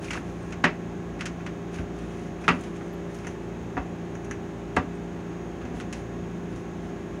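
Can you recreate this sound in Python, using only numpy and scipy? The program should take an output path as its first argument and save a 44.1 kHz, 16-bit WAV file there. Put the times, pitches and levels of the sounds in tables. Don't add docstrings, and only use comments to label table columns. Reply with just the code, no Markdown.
import sys
import numpy as np
from scipy import signal
from scipy.fft import rfft, irfft
from scipy.io import wavfile

SR = 44100
rng = np.random.default_rng(int(sys.argv[2]) if len(sys.argv) > 2 else 0)


def unload_wav(signal):
    wavfile.write(
        sys.argv[1],
        SR,
        np.round(np.clip(np.atleast_2d(signal).T, -1, 1) * 32767).astype(np.int16),
    )


N = 317520
BLOW_TIME = np.arange(SR // 3) / SR
FILTER_HZ = np.fft.rfftfreq(8192, 1 / SR)

# pitch in Hz, level in dB, seconds to fade by 60 dB.
DECK_NOTES = [(90, -6, 0.26), (133, -6, 0.1), (178, -8.5, 0.43), (247.3, -4, 0.47), (275, 2.5, 0.18),
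              (363, -13, 0.3), (419.5, -1.5, 0.14), (485, -1, 0.14), (591, -10.5, 0.31), (743, 5.5, 0.11),
              (951, 6.5, 0.098), (1162, 1.5, 0.07), (1380, -15, 0.1), (1630, -12, 0.08), (1940, -1, 0.089),
              (2630, -8, 0.07)]
# frequency in Hz, level in dB.
CLICK_COLOUR = [(300, -29), (900, 3), (1500, 8), (2700, 4), (3600, -7.5), (5000, -9.5), (6500, -5.5),
                (8000, -17), (10500, -21.5), (12500, -45), (16000, -42)]
# start in seconds, length in seconds, level in dB.
RUSTLES = [(0, .2, -48), (.22, .3, -59.5), (1.71, .11, -51), (1.939, 0.35, -56.5), (2.386, 0.31, -54),
           (2.72, 0.32, -62), (3.079, 0.27, -56), (5.726, .1, -53.5), (5.933, .08, -52),
           (6.488, 0.14, -58.5), (6.81, .09, -58)]


def knocks(spot_db=6, panel_db=5):
    # start in seconds, crack level in dB, frequency in Hz above which the treble
    # fades (lower is softer), pitch of the struck spot in Hz, level of the deck's ring in dB.
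    contacts = [(0.6389, -25.5, 2100, 920, -50), (0.6418, -16, 2780, 1930, -28.5),
                (.649, -26.5, 500, 356, -27), (2.4803, -17, 2160, 1240, -41), (2.484, -23, 2900, 1230, -37),
                (2.4882, -18.5, 2500, 2680, -25), (3.7687, -35.5, 1490, 1800, -29.5),
                (3.7756, -30, 980, 740, -32.5), (4.7662, -22, 1700, 1190, -39),
                (4.7716, -25, 1090, 500, -19)]
    # frequency in Hz, level in dB.
    wood_colour = [(110, -24.5), (170, 3), (380, -4), (600, -4.5), (800, -0.5), (1150, 3.5), (2050, 4),
                   (2650, 1.5), (3200, -3.5), (4500, -7.5), (6700, -3.5), (7800, -9.5), (10500, -12.5),
                   (15000, -48)]
    panel_peaks = sum(resonance(FILTER_HZ, hz, width_hz=40) for hz, _, _ in DECK_NOTES)
    wood_db = curve_at(wood_colour, FILTER_HZ) + panel_db * panel_peaks
    out = np.zeros(N)
    for start, crack_db, corner_hz, spot_hz, deck_db in contacts:
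        treble_loss_db = 10 * np.log10(1 + (FILTER_HZ / corner_hz) ** 3.54)
        spot_peak = resonance(FILTER_HZ, spot_hz, width_hz=0.28 * spot_hz)
        echo = cabin_echo(direct=0.3, early_db=1, early_s=0.006)
        crack = filtered(echo, wood_db - treble_loss_db + spot_db * spot_peak)
        add(out, start, gain_of(crack_db) * unit_blow(crack))
        add(out, start, gain_of(deck_db) * deck_ring(contact_s=0.00009))
    return out


def thuds():
    # start in seconds, level in dB, contact time in seconds.
    pushes = [(.17, -35.5, 0.00016), (1.793, -27.5, 0.0015), (2.505, -25.5, 0.00029), (2.611, -46, 0.0018),
              (3.271, -34.5, 0.00034), (3.786, -28.5, 0.0013), (4.768, -31, 0.00071),
              (5.648, -31.5, 0.00056), (5.697, -35, 0.00049), (5.741, -37, 0.00033), (6.53, -36, .0015)]
    out = np.zeros(N)
    for start, db, contact_s in pushes:
        add(out, start, gain_of(db) * deck_ring(contact_s))
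    return out


def deck_ring(contact_s):
    ring = sum(gain_of(db - 60 * BLOW_TIME / fade_s) * np.sin(2 * np.pi * hz * BLOW_TIME)
               for hz, db, fade_s in DECK_NOTES)
    push = BLOW_TIME * np.exp(-BLOW_TIME / contact_s)
    return unit_blow(signal.fftconvolve(ring, push)[:len(BLOW_TIME)])


def fittings():
    # start in seconds, level in dB, added brightness in dB per octave.
    taps = [(.045, -45, 5.5), (.107, -34.5, 4), (.132, -35.5, 2.5), (.149, -46, 3), (.522, -40.5, 1.5),
            (1.193, -44, 0), (1.208, -33.5, 1.5), (1.2551, -34.5, 5.5), (1.402, -48, -2),
            (1.464, -38.5, -0.5), (1.742, -47, 4), (1.786, -42, -2), (2.44, -42.5, 0), (2.61, -56, 15),
            (2.635, -49.5, 6), (2.762, -53, 6), (2.81, -47, -9), (3.146, -53, 10), (3.245, -44.5, -3),
            (4.7645, -40.5, 6.5), (5.615, -45, -3), (5.652, -48.5, 0.5), (5.8, -40, 2.5), (5.927, -39, 6.5)]
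    return clicks(taps, CLICK_COLOUR)


def snaps():
    # start in seconds, level in dB, added brightness in dB per octave.
    taps = [(3.268, -39.5, 0), (4.151, -46.5, -3.5), (4.246, -52, 1.5), (4.311, -36, -2.5)]
    # frequency in Hz, level in dB.
    snap_colour = [(300, -25), (1100, -10), (1650, 0.5), (2800, -9), (3400, -22), (5200, -21), (5950, -4),
                   (6700, -6), (8100, -26), (9200, -12), (10600, -24), (12500, -38)]
    return clicks(taps, snap_colour)


def clicks(taps, colour):
    # pitch in Hz, width in Hz, boost in dB.
    hollows = [(1420, 180, 4.5), (2020, 130, 3), (2580, 250, 3)]
    hollow_db = sum(db * resonance(FILTER_HZ, hz, width_hz) for hz, width_hz, db in hollows) - 1.5
    colour_db = curve_at(colour, FILTER_HZ) + hollow_db
    octaves = np.log2(np.maximum(FILTER_HZ, 1200) / 3000)
    out = np.zeros(N)
    for start, db, brightness in taps:
        echo = cabin_echo(direct=0.12, early_db=3.5, early_s=0.02)
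        click = filtered(echo, colour_db + brightness * octaves)
        add(out, start, gain_of(db) * unit_blow(click))
    return out


def creak():
    # start in seconds, level in dB, pitch in Hz.
    jerks = [(.084, -44, 2300), (.106, -35.5, 2350), (.131, -42, 2300), (.141, -49, 1700),
             (.151, -37, 1260), (0.1637, -44, 2580), (.175, -38.5, 1580)]
    out = np.zeros(N)
    for start, db, hz in jerks:
        colour_db = 16 * np.log10(resonance(FILTER_HZ, hz, 450))
        echo = cabin_echo(direct=0.57, early_db=10, early_s=0.0053)
        add(out, start, gain_of(db) * unit_blow(filtered(echo, colour_db)))
    return out


def rustle(rise_s=0.028, fall_s=0.066, grain_db=1.0):
    # frequency in Hz, level in dB.
    hiss_colour = [(800, 9.5), (2500, 13), (4500, 0.5), (6600, 6), (8000, -5.5), (10000, -0.5),
                   (12200, -20), (16000, -16)]
    t = np.arange(N) / SR
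    swells = np.zeros(N)
    for start, length_s, db in RUSTLES:
        rise = np.clip((t - start) / rise_s, 0, 1)
        fall = np.clip((start + length_s - t) / fall_s + 0.5, 0, 1)
        swells += gain_of(db) * rise * fall
    grain = gain_of(grain_db * drift(rate_hz=25))
    return swells * grain * unit_level(noise(hiss_colour))


def ticks(per_second=5, offset_db=-1, spread_db=3, brightness=7):
    taps = []
    for start, length_s, rustle_db in RUSTLES:
        for place, size in rng.random((round(per_second * length_s), 2)):
            db = rustle_db + offset_db + spread_db * (2 * size - 1)
            taps.append((start + length_s * place, db, brightness))
    return clicks(taps, CLICK_COLOUR)


def squeaks(width_hz=120):
    # start in seconds, length in seconds, pitch in Hz, level in dB.
    whistles = [(.41, .045, 8480, -68), (2.83, 0.072, 8480, -76), (2.925, 0.027, 12900, -66),
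                (3.125, .07, 13000, -74), (4.92, .06, 8470, -73)]
    out = np.zeros(N)
    for start, length_s, hz, db in whistles:
        t = np.arange(0, length_s, 1 / SR)
        band = np.sqrt(resonance(np.fft.rfftfreq(len(t), 1 / SR), hz, width_hz))
        whistle = irfft(rfft(rng.standard_normal(len(t))) * band, len(t))
        swell = np.sin(np.pi * t / length_s)
        add(out, start, gain_of(db) * unit_level(swell * whistle))
    return out


def generator(shaft_hz=28.654, speed_wander=0.00035, waver_db=1.5, repeat_share=0.1):
    # multiple of the shaft speed, level in dB.
    drone = [(2, -48), (3, -53.5), (4, -48.5), (5, -59), (6, -40.5), (7, -51), (8, -49.5), (9, -58.5),
             (10, -53), (11, -50), (12, -45.5), (13, -51.5), (14, -45.5), (15, -68), (16, -58.5), (17, -63),
             (18, -58), (20, -56.5), (21, -67), (22, -64), (24, -59), (25, -57), (28, -58.5), (30, -63.5),
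             (36, -83), (38, -61), (39, -75), (40, -81.5), (42, -69.5), (47, -68.5), (52, -76), (58, -64)]
    whine = [(90, -69.5), (112, -75.5), (128, -76), (218, -76), (222, -79), (228, -78), (232, -71),
             (246, -79.5)]
    # frequency in Hz, level in dB per Hz.
    rumble = [(55, -67.5), (130, -67), (210, -64), (380, -68), (470, -74), (750, -76), (1250, -82),
              (1750, -82.5), (2700, -89.5), (3800, -96.5)]
    hiss = [(4800, -102), (6550, -96.5), (8000, -107), (10000, -110), (12000, -117), (16000, -115)]
    turns = np.cumsum(shaft_hz * (1 + speed_wander * drift(rate_hz=1.5))) / SR
    tones = np.zeros(N)
    for multiple, db in drone + whine:
        amplitude = np.sqrt(2) * gain_of(db + waver_db * drift(rate_hz=1.24))
        tones += amplitude * np.sin(2 * np.pi * (multiple * turns + rng.random()))
    hz = np.fft.rfftfreq(N, 1 / SR)
    comb = np.cos(np.pi * hz / (2 * shaft_hz)) ** 100
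    share = repeat_share * ((hz > 1200) & (hz < 8000))
    comb_gain = np.sqrt(1 - share + share * comb / comb.mean())
    return tones + irfft(rfft(noise(rumble + hiss)) * comb_gain, N)


def cabin_echo(direct, early_db, early_s, thicken_s=0.032):
    # frequency in Hz, seconds to fade by 60 dB.
    ring_times = [(150, 0.13), (500, 0.27), (1200, 0.16), (2400, 0.18), (5000, 0.17), (11000, 0.069)]
    band_hz, fade_times = np.transpose(ring_times)
    count = len(BLOW_TIME)
    density = np.minimum(0.025 + (BLOW_TIME / thicken_s) ** 2, 1)
    echoes = rng.choice([-1, 1], count) * (rng.random(count) < density) / np.sqrt(density)
    hz = np.fft.rfftfreq(count, 1 / SR)
    ring = np.zeros(count)
    for one_band, fade_s in zip(np.eye(len(band_hz)), fade_times):
        band = irfft(rfft(echoes) * curve_at(np.c_[band_hz, one_band], hz), count)
        ring += band * gain_of(-60 * BLOW_TIME / fade_s)
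    ring *= 1 + gain_of(early_db) * np.exp(-BLOW_TIME / early_s)
    ring /= np.linalg.norm(ring)
    ring[0] += direct
    return ring


def gain_of(db):
    return 10 ** (np.asarray(db) / 20)


def unit_level(x):
    return x / np.sqrt(np.mean(x ** 2) + 1e-20)


def unit_blow(x):
    return x / np.sqrt(np.sum(x ** 2) / (SR / 50) + 1e-20)


def curve_at(points, hz):
    point_hz, values = np.transpose(points)
    return np.interp(np.log(hz + 1), np.log(point_hz), values)


def resonance(hz, centre_hz, width_hz):
    return 1 / (1 + (2 * (hz - centre_hz) / width_hz) ** 2)


def add(mix, start, sound):
    part = mix[max(round(start * SR), 0):][:len(sound)]
    part += sound[:len(part)]


def noise(colour):
    shape = gain_of(curve_at(colour, np.fft.rfftfreq(N, 1 / SR)))
    return irfft(rfft(rng.standard_normal(N)) * shape, N) * np.sqrt(SR / 2)


def drift(rate_hz, count=300):
    hz = np.arange(count) * SR / N
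    spectrum = rng.standard_normal(count) + 1j * rng.standard_normal(count)
    return unit_level(irfft(spectrum * (hz > 0) / (1 + (hz / rate_hz) ** 2), N))


def filtered(x, db):
    cepstrum = irfft(np.log(gain_of(np.maximum(db, -100))))
    cepstrum[1:len(FILTER_HZ) - 1] *= 2
    cepstrum[len(FILTER_HZ):] = 0
    response = irfft(np.exp(rfft(cepstrum)))
    return signal.fftconvolve(x, response)[:len(x)]


def scene():
    small_sounds = fittings() + snaps() + creak() + rustle() + squeaks()
    return (generator() + knocks() + thuds() + small_sounds + ticks())[None]


def record(dry, low_cut_hz=50, high_cut_hz=15800):
    low_cut = signal.butter(8, low_cut_hz, "high", fs=SR, output="sos")
    high_cut = signal.firwin(511, high_cut_hz, window=("kaiser", 9), fs=SR)
    return signal.oaconvolve(signal.sosfilt(low_cut, dry), high_cut[None], "same")


dry = scene()
out = record(dry)
unload_wav(out)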